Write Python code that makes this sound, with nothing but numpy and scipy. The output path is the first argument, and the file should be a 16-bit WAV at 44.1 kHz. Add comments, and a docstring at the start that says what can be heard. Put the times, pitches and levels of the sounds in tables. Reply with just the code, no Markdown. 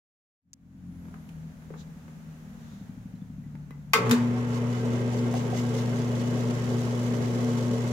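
"""Deli slicer in a tiled room

An engine throbs faintly beyond the walls. After some light handling the toggle snaps on and the
induction motor runs up until its starting switch drops out with a click. It settles into a mains hum,
with the whir of the drive and the hiss of the blade, whose rim brushes its guard once a turn."""
import sys
import numpy as np
from scipy import signal
from scipy.fft import irfft, next_fast_len
from scipy.io import wavfile
from scipy.ndimage import uniform_filter1d

SR = 44100
rng = np.random.default_rng(int(sys.argv[2]) if len(sys.argv) > 2 else 0)


def to_wav(s):
    """Save 16-bit WAV."""
    ch = np.atleast_2d(s).T  # columns
    pcm = np.round(np.clip(ch, -1, 1) * 32767)  # PCM
    wavfile.write(sys.argv[1], SR, pcm.astype(np.int16))


N = 349272
TIME = np.arange(N) / SR
BASS_FADE_S, AIR_FADE_S = 0.51, 0.69
ON_S, DROP_OUT_S = 3.934, 4.112  # the toggle closes; the starting switch drops out
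APPROACH_S = 4.56  # the listener starts to move over the casting and on to the blade
MAINS_HZ, ROTOR_HZ = 60, 29.98


def from_db(db):
    """Decibels to gain."""
    return 10 ** (np.asarray(db) / 20)


def unit_rms(x):
    """Scale to an rms of 1."""
    return x / np.sqrt(np.mean(x ** 2) + 1e-20)


def automation(rows):
    """One curve per column after the time, joined by straight lines."""
    times, *columns = np.transpose(rows)
    return [np.interp(TIME, times, column) for column in columns]


def at_hz(rows, hz):
    """Read a table on a log-frequency axis."""
    freqs, values = np.transpose(rows)
    return np.interp(np.log(hz + 1e-9), np.log(freqs), values)


def ramp(start, length):
    """A straight rise from 0 to 1."""
    return np.clip((TIME - start) / length, 0, 1)


def fade_in(length):
    """The background eases in after a short silence."""
    return ramp(0.41, length) ** 1.5


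def swells(rows):
    """A smooth hump for each row of centre in seconds, length in seconds, level in dB."""
    return sum(from_db(db) * np.exp(-np.minimum((2 * (TIME - at) / length) ** 2, 50))
               for at, length, db in rows)


def drift(hz):
    """A smooth random wobble with a spread of 1."""
    step, warm_up = 40, 2000
    r = np.exp(-2 * np.pi * step * hz / SR)
    white = rng.standard_normal(N // step + warm_up + 2)
    slow = signal.lfilter([1], [1, -2 * r, r * r], white)[warm_up:]
    return np.interp(np.arange(N) / step, np.arange(len(slow)), unit_rms(slow))


def clicks(times, db):
    """One impulse per contact."""
    out = np.zeros(N)
    out[np.round(np.asarray(times) * SR).astype(int)] = from_db(db)
    return out + 1e-18


def decay(x, t60):
    """Each impulse dies away, by 60 dB in t60 seconds."""
    return signal.lfilter([1], [1, -from_db(-60 / (t60 * SR))], x)


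def ring(x, hz, t60):
    """A unit impulse sets a sine of height 1 ringing."""
    r, w = from_db(-60 / (t60 * SR)), 2 * np.pi * hz / SR
    return signal.lfilter([0, np.sin(w)], [1, -2 * r * np.cos(w), r * r], x)


def resonate(x, hz, width):
    """A resonance with a peak gain of 1."""
    r, w = np.exp(-np.pi * width / SR), 2 * np.pi * hz / SR
    return signal.lfilter(np.array([1, 0, -1]) * (1 - r * r) / 2, [1, -2 * r * np.cos(w), r * r], x)


def pan(x, db):
    """Left louder than right by db."""
    return x * from_db([[db / 2], [-db / 2]])


# The stereo image. Each row: frequency in Hz, left-right correlation.
STEREO_LIKENESS = [(60, 0.67), (250, 0.86), (400, 0.94), (680, 0.45), (1300, -0.18), (3000, 0.019),
                   (15000, -0.047)]


def noise(spectrum, resonances=(), ripple_db=0):
    """Unit-rms stereo noise shaped by (Hz, dB) points, resonances and the ripple of many small modes."""
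    size = next_fast_len(N)
    hz = np.arange(1, SR / 2, 3)
    octaves_outside = np.abs(np.log2(hz / np.clip(hz, spectrum[0][0], spectrum[-1][0])))
    colour_db = at_hz(spectrum, hz) - 36 * octaves_outside
    colour_db += ripple_db * unit_rms(uniform_filter1d(rng.standard_normal(len(hz)), size=25))
    for centre, width, lift in resonances:
        colour_db += lift / (1 + (2 * (hz - centre) / width) ** 2)
    alike = np.clip(at_hz(STEREO_LIKENESS, hz), -.99, .99)
    bins = np.arange(size // 2 + 1) * SR / size
    gains = [np.interp(bins, hz, from_db(colour_db) * np.sqrt(1 + sign * alike)) for sign in (1, -1)]
    mid, side = (gain * rng.standard_normal(2 * len(bins)).view(complex) for gain in gains)
    return unit_rms(irfft(np.array([mid + side, mid - side]), size)[:, :N])


# The tiled room's tail. Each row: frequency in Hz, t60 in seconds.
REVERB_T60 = [(200, 0.47), (1000, 0.46), (3000, 0.21), (7000, 0.21), (14000, 0.15)]


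def room(x):
    """Diffuse echoes off the tiles; the treble dies first."""
    t, tail = TIME[:SR // 2], 0
    edges = np.geomspace(100, 18000, 9)
    for low, high in zip(edges, edges[1:]):
        hz = np.sqrt(low * high)
        band = signal.butter(2, [low, high], "band", fs=SR, output="sos")
        mid, side = signal.sosfilt(band, rng.standard_normal((2, len(t))))
        alike = at_hz(STEREO_LIKENESS, hz)
        stereo = np.sqrt(1 + alike) * mid + np.sqrt(1 - alike) * side * [[1], [-1]]
        tail = tail + stereo * from_db(-60 * t / at_hz(REVERB_T60, hz))
    tail = unit_rms(tail * (1 - np.exp(-t / 0.0015))) / np.sqrt(len(t))
    return signal.fftconvolve(x, tail, axes=1)[:, :N]


# The two colours of the room tone. Each row: frequency in Hz, relative level in dB.
RUMBLE_EQ = [(15, -32), (38, 1), (60, -5.5), (80, -3.5), (130, -2.5), (200, 4.5), (270, -8.5), (330, -23.5)]
AIR_EQ = [(210, -42), (350, 0), (373, -1), (466, -1), (824, -3.5), (1030, -6.5), (1530, -5.5),
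          (2670, -13.5), (4870, -19.5), (6790, -15.5), (8480, -24), (11500, -22), (15500, -25)]
# The air's fader, ahead of the fade-in. Each row: time in seconds, level in dB.
AIR_FADER = [(1.1, -60), (2.7, -57.5), (3.3, -63)]


def room_tone(rumble_db=-49):
    """Low rumble and a faint wash of air."""
    air_db, = automation(AIR_FADER)
    rumble = from_db(rumble_db) * fade_in(BASS_FADE_S) * noise(RUMBLE_EQ)
    return rumble + from_db(air_db) * fade_in(AIR_FADE_S) * noise(AIR_EQ)


# The engine eases down to idle. Each row: time in seconds, cycles per second.
ENGINE_PACE = [(0.92, 14.8), (1.2, 13.4), (2.4, 13.1), (2.85, 12.3)]
# Its faders. Each row: time in seconds, throb level in dB, exhaust drone level in dB.
ENGINE_FADERS = [(0.85, -43.5, -42), (1.35, -46.5, -42.5), (1.95, -50.5, -46.5), (2.5, -48.5, -50),
                 (2.9, -43.5, -61), (3.2, -42.5, -60), (3.45, -43.5, -45.5), (3.9, -54.5, -44.5)]
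# What passes the walls. Each row: centre in Hz, width in Hz, relative level in dB.
WALL_BANDS = [(39, 7.3, -23), (87, 18, -33), (111.6, 6.9, 4), (161.7, 8.1, 10.5), (184.4, 17, 6),
              (194, 26, -2.5), (230.8, 5.5, 12), (255.6, 5.7, -29)]


def distant_engine(strong_beat_s=3.135, idle_lope_db=10.5, uneven_db=1.5, wall_hz=275):
    """Three firings a cycle, one stronger than the others at idle, muffled by the walls."""
    speed, = automation(ENGINE_PACE)
    throb_db, drone_db = automation(ENGINE_FADERS)
    lope_db = np.maximum(idle_lope_db - 8 * (speed - speed[-1]), 0)  # evens out above idle
    cycles = np.cumsum(speed) / SR
    firing = np.floor(3 * (cycles - np.interp(strong_beat_s, TIME, cycles)))
    at = np.flatnonzero(np.diff(firing)) + 1
    weak = firing[at] % 3 > 0
    pulses = clicks(at / SR, -lope_db[at] * weak + uneven_db * rng.standard_normal(len(at)))
    throb = sum(from_db(db) * resonate(pulses, hz, width) for hz, width, db in WALL_BANDS)
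    throb = signal.sosfilt(signal.butter(8, wall_hz, fs=SR, output="sos"), throb)
    throb /= np.sqrt(np.abs(uniform_filter1d(throb ** 2, SR // 4)) + 1e-14)  # hold the level steady
    # the exhaust booms at the fourth firing harmonic, weakly at the second
    firing_phase = 6 * np.pi * cycles
    drone_gain = np.sqrt(2) * from_db(drone_db + 2 * drift(6))
    drone = np.sin(4 * firing_phase + .4 * drift(6)) + from_db(-15) * np.sin(2 * firing_phase)
    return pan(from_db(throb_db) * throb + drone_gain * drone, db=2.5) * fade_in(BASS_FADE_S)


# Thin, faint squeaks. Each row: centre in seconds, length in seconds, top pitch in Hz.
SQUEAK_ARCHES = [(1.04, 0.33, 11460), (1.245, 0.15, 11600), (1.328, 0.12, 10900), (1.62, 0.1, 10700)]


def squeaks(base_hz=8400, level_db=-74, roughness=0.0126):
    """Pitch and loudness rise and fall together with each slide."""
    arches = [(top - base_hz) * swells([(at, length, 0)]) for at, length, top in SQUEAK_ARCHES]
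    rise_hz = np.max(arches, axis=0)
    phase = 2 * np.pi * np.cumsum((base_hz + rise_hz) * (1 + roughness * drift(290))) / SR
    tone = np.sin(phase) + from_db(-10) * np.sin(1.21 * phase)
    return from_db(level_db) * rise_hz / rise_hz.max() * tone


# Light knocks. Each row: start in seconds, then relative levels of thud, clack and tick in dB.
KNOCK_HITS = [(1.053, -57, -57.5, -73), (1.083, -55, -57, -74), (1.141, -54, -48.5, -66),
              (1.29, -72, -63, -57.5), (1.622, -67, -58, -74), (1.704, -37.5, -52.5, -74),
              (1.739, -56, -47, -76), (2.08, -57.5, -54.5, -69), (2.88, -62, -67, -72),
              (3.552, -53, -53, -69), (3.707, -51, -51.5, -60)]


def knocks(t60=0.027, gain_db=6.5):
    """Soft contacts build over a millisecond or so and die away in three bands of noise."""
    times, *levels = np.transpose(KNOCK_HITS)
    contact = decay(signal.unit_impulse(600), t60=0.002)
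    contact /= contact.sum()
    thud = [(280, 7.5), (500, 3), (700, -10)]
    clack = [(800, 7.5), (1500, 0), (2300, -5)]
    tick = [(2400, 7), (7000, -6), (14000, -7)]
    return sum(signal.oaconvolve(decay(clicks(times, db + gain_db), t60), contact)[:N] * noise(eq)
               for db, eq in zip(levels, (thud, clack, tick)))


# A dry triple tick. Each row: start in seconds, level in dB.
TICK_HITS = [(0.5325, -33.5), (0.5352, -41), (0.5382, -41.5)]
# Brief bright rubs; the last two are the blade's rim catching its guard harder. Each row: centre in seconds,
# length in seconds, level in dB.
RUB_SWELLS = [(1.803, 0.054, -55.5), (2.72, 0.3, -66), (5.79, 0.043, -47), (6.207, 0.035, -55)]
# Small metal pings. Each row: start in seconds, pitch in Hz, level in dB, t60 in seconds.
METAL_PINGS = [(3.155, 3980, -68, 0.08), (3.215, 3500, -65, 0.074), (3.44, 1980, -61, 0.078),
               (3.712, 2015, -50, 0.076), (6.198, 4380, -46.5, 0.1)]


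def handling(room_db=-7):
    """Knocks and pings echo off the tiles; ticks, rubs and squeaks stay dry. The two late rubs are the blade's
    rim catching its guard."""
    hits = knocks() + sum(ring(clicks([at], db), hz, t60) for at, hz, db, t60 in METAL_PINGS)
    tick_eq = [(2000, -25), (4800, -5), (6200, 7), (7500, 3), (9000, -20), (13000, -25)]
    ticks = decay(clicks(*np.transpose(TICK_HITS)), t60=0.0049) * noise(tick_eq)
    rub_eq = [(3200, -6), (3800, 0), (4350, -7), (5000, -9), (6800, -4), (8500, -23), (14000, -24)]
    rubs = swells(RUB_SWELLS) * noise(rub_eq)
    return hits + from_db(room_db) * room(hits) + ticks + rubs + squeaks()


# Toggle, then starting switch. Each row: start in seconds, relative crack and ring levels in dB.
SWITCH_SNAPS = [(3.9342, -15.5, -22), (3.9355, -25, -41), (3.9392, -42, -41), (4.095, -32, -47),
                (4.1111, -18.5, -43), (4.116, -38, -53)]
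# The crack's colour. Each row: frequency in Hz, relative level in dB.
CRACK_EQ = [(500, -20), (750, -0.5), (950, 3.5), (1500, 0), (2200, -5), (3200, -2.5), (5200, -6),
            (7500, -8.5), (9500, -14), (12000, -11.5), (15500, -17)]
# The housing's ring. Each row: pitch in Hz, relative level in dB, t60 in seconds.
HOUSING_MODES = [(467, -20, 0.3), (895, -1, 0.071), (1030, -12, 0.11), (1115, 3.5, 0.11), (1200, 0, 0.065),
                 (1250, -5.5, 0.16), (1330, -4.5, 0.22), (1553, -6, 0.13), (1900, -6, 0.05),
                 (2075, 5.5, 0.06), (2190, -6, 0.07), (2460, 7, 0.026), (2760, -4, 0.065),
                 (3650, -14, 0.14), (4770, -12, 0.13), (5400, -20, 0.1), (7200, -19, 0.06)]


def switches(ring_gain_db=2.5, crack_room_db=-3.5, ring_room_db=-5, right_lag_s=0.00011):
    """Each snap is a short crack that rings the housing; the ring reaches the two sides out of step."""
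    times, crack_db, ring_db = np.transpose(SWITCH_SNAPS)
    crack = decay(clicks(times, crack_db), t60=0.036) * noise(CRACK_EQ)
    blows = clicks(times, ring_db + ring_gain_db)
    # band-passed, as a plate radiates little below its mode
    body = sum((-1) ** k * from_db(db) * resonate(ring(blows, hz, t60), hz, width=hz / 2)
               for k, (hz, db, t60) in enumerate(HOUSING_MODES))
    body = np.array([body, np.interp(TIME - right_lag_s, TIME, body)])
    echoes = room(from_db(crack_room_db) * crack + from_db(ring_room_db) * body)
    low_cut = signal.butter(4, 420, "high", fs=SR, output="sos")
    return pan(signal.sosfilt(low_cut, crack + body + echoes), db=1.5)


# The spring's ring. Each row: pitch in Hz, relative level in dB, t60 in seconds.
SPRING_MODES = [(3670, 8.5, 0.081), (4247, -1, 0.13), (4700, 5, 0.1), (6783, -12, 0.2), (6960, 3, 0.086)]


def switch_spring(level_db=-39, room_db=-3):
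    """The starting switch's spring rings as it drops out."""
    rings = sum(ring(clicks([DROP_OUT_S], level_db + db), hz, t60) for hz, db, t60 in SPRING_MODES)
    return rings + from_db(room_db) * room(pan(rings, 0))


def run_up():
    """The motor's speed, from 0 at the toggle to 1 at the drop-out."""
    return ramp(ON_S, DROP_OUT_S - ON_S)


def strain(release_s=0.076):
    """The strain of starting: 1 until the drop-out, then dying away."""
    return np.exp(-np.maximum(TIME - DROP_OUT_S, 0) / release_s)


def mains_hum(t, starting, running, slip_hz=3.85, overshoot_db=7):
    """The iron hums at twice and four times the mains, on the starting winding and then running."""
    low = from_db(-24.5) * starting * run_up() ** 1.7
    low += from_db(-30.5) * ramp(DROP_OUT_S + 0.042, 0.055)  # returns after a short pause
    beat_db = 0.6 * np.cos(2 * np.pi * slip_hz * (TIME - 5.41))  # the rotor slips behind the field
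    high = from_db(-38.5) * starting
    high += from_db(-31.5 + beat_db + overshoot_db * strain(release_s=0.22)) * running
    high += swells([(DROP_OUT_S + 0.013, 0.065, -22)])  # a surge from the jolt of the drop-out
    phase = 2 * np.pi * MAINS_HZ * t
    hum = low * from_db(.5 * drift(6)) * np.sin(2 * phase + 0.077 * drift(2.5))
    return hum + high * from_db(1.7 * drift(7)) * np.sin(4 * phase + 0.33 * drift(6))


def housing_groan(t, starting, hz=450, level_db=-33.5):
    """The housing sings at its lowest mode through the run-up and swells just after each switching."""
    kicks = swells([(at + 0.023, 0.022, -25) for at in (ON_S, DROP_OUT_S)]) * (TIME > ON_S)
    return np.maximum(from_db(level_db) * starting, kicks) * np.sin(2 * np.pi * hz * t + .5 * drift(35))


# The rotor's tones. Each row: multiple of the shaft rate, relative level in dB.
ROTOR_TONES = [(5, -44), (12, -67), (15, -43.5), (16, -51), (20, -52), (25, -59), (28, -76), (32, -65),
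               (36, -59)]


def motor(rotor_gain_db=-2.5, left_lag_s=0.00016, changeover_s=0.015):
    """The induction motor hums and groans; once it is running, the shaft adds weak, wavering tones."""
    t = TIME - [[left_lag_s], [0]]
    running = ramp(DROP_OUT_S, changeover_s)
    starting = ramp(ON_S, changeover_s) - running
    hum = mains_hum(t, starting, running)
    groan = housing_groan(t, starting)
    shaft = 2 * np.pi * ROTOR_HZ * t
    tones = sum(from_db(db + rotor_gain_db + 3.4 * drift(4.1)) * np.sin(k * shaft + 1.44 * drift(2.2))
                for k, db in ROTOR_TONES)
    return pan(np.sqrt(2) * (hum + groan + tones * ramp(DROP_OUT_S, 0.28)), db=2)


# The colours of belt and gears. Each row: frequency in Hz, relative level in dB.
WHIR_EQ = [(70, -46), (100, -4), (150, -7), (200, -3), (260, -2), (300, -9.5), (350, -7.5), (430, -2.5),
           (540, -3.5), (640, -9), (720, -18.5), (900, -33)]
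GEAR_EQ = [(560, -11), (700, -7.5), (900, 0.5), (1080, -4.5), (1350, -5.5), (1750, -7), (2050, -5.5),
           (2350, -11.5), (2950, -13.5), (3500, -20)]
# The casting's resonances. Each row: centre in Hz, width in Hz, lift in dB.
CASTING_PEAKS = [(156, 6.7, -12), (187, 23, 4.5), (224, 18, 0), (359.7, 11, 11), (408.5, 30, 4.5),
                 (742, 40, 10), (1253, 32, 5.5), (1585, 25, 6.5), (1830, 36, -2), (2034, 49, 2),
                 (2657, 21, 6.5), (2970, 19, 12.5)]


def belt_and_gears(near_db=3.5):
    """Two noises in the casting, both louder under strain; the whir grows as the listener nears."""
    whir_db = -38.5 + 4.5 * strain() + near_db * ramp(APPROACH_S, 0.35) + drift(8)
    whir = from_db(whir_db) * noise(WHIR_EQ, CASTING_PEAKS)
    gear_db = -43.5 + 7 * strain() + 0.75 * drift(30)
    gears = np.sqrt(run_up()) * from_db(gear_db) * noise(GEAR_EQ, CASTING_PEAKS, ripple_db=2.1)
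    return whir, gears


# The colour of the hiss. Each row: frequency in Hz, relative level in dB.
BLADE_EQ = [(2400, -9), (3100, -1), (4300, -2), (4900, -2.5), (5500, -1.5), (6500, -0.5), (7400, -4),
            (8200, -8), (9300, -11.5), (10500, -12.5), (12500, -15), (14300, -17.5), (15500, -18)]
# The blade's resonances. Each row: centre in Hz, width in Hz, lift in dB.
BLADE_PEAKS = [(2980, 57, 6.9), (4400, 60, 4.1), (5470, 70, 7), (6040, 42, 3.7), (10400, 300, 3)]


def blade_hiss(near_db=4.5, grain_db=1.94):
    """Two contacts come and go, each stirring its own modes of the blade; the hiss grows up close."""
    hiss = sum(from_db(drift(8.1)) * noise(BLADE_EQ, BLADE_PEAKS, ripple_db=3) for _ in range(2))
    level_db = -54 + 5 * strain() + near_db * ramp(APPROACH_S, 1.86) + grain_db * drift(120)
    return run_up() * from_db(level_db) * unit_rms(hiss)


# How hard the rim brushes. 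Each row: time in seconds, relative level in dB.
BRUSH_FADER = [(4.55, -52.5), (5.7, -43), (6.4, -52), (7.9, -59)]
# The ring in the scrape. Each row: centre in Hz, width in Hz, lift in dB.
SCRAPE_PEAKS = [(2004, 137, 20), (2680, 90, -1), (2980, 130, 8), (4480, 87, 17), (5490, 110, 13),
                (6390, 120, 10.5)]


def rim_scrapes(first_s=4.55, turn_s=0.2055, length_s=0.099, scatter_db=0.5):
    """The blade's rim brushes its guard once a turn, catching and slipping as it goes."""
    times = np.arange(first_s, TIME[-1], turn_s)
    levels = np.interp(times, *np.transpose(BRUSH_FADER)) - scatter_db * rng.standard_normal(len(times))
    brushes = swells([(at, length_s, db) for at, db in zip(times, levels)])
    stick_slip = from_db(2.5 * drift(55) - 1.5)
    eq = [(1800, -0.5), (3500, 0.5), (7000, -2.5), (9000, -11), (15000, -15)]
    return brushes * stick_slip * noise(eq, SCRAPE_PEAKS, ripple_db=4.5)


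# Scattered rattles. Each row: start in seconds, level in dB.
RATTLE_HITS = [(4.852, -41), (5.12, -36), (5.341, -27.5), (5.354, -36), (5.524, -31.5), (6.705, -46)]


def rattles():
    """Loose parts rattle under the motor."""
    eq = [(450, -5), (620, 9), (750, 13), (900, -5), (1300, -25)]
    return decay(clicks(*np.transpose(RATTLE_HITS)), t60=0.12) * noise(eq)


def drive(buzz=0.1, shaft_throb=0.039, attack_s=0.042):
    """The moving parts together; gears and blade pulse with the motor's torque."""
    torque = 1 + buzz * np.sin(4 * np.pi * MAINS_HZ * TIME)
    torque += shaft_throb * np.sin(2 * np.pi * ROTOR_HZ * TIME)
    whir, gears = belt_and_gears()
    pulsing = torque * pan(gears + blade_hiss() + rim_scrapes(), db=-3)
    return (whir + rattles() + pulsing) * ramp(ON_S, attack_s)


def scene():
    """The slicer over the sounds of the room."""
    return distant_engine() + room_tone() + handling() + switches() + switch_spring() + motor() + drive()


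def record(dry):
    """Soft saturation rounds the peaks and a steep filter cuts the top."""
    rounded = 0.71 * np.tanh(dry / 0.69)
    return signal.sosfilt(signal.ellip(12, .1, 90, 15800, fs=SR, output="sos"), rounded)


dry = scene()
out = record(dry)
to_wav(out)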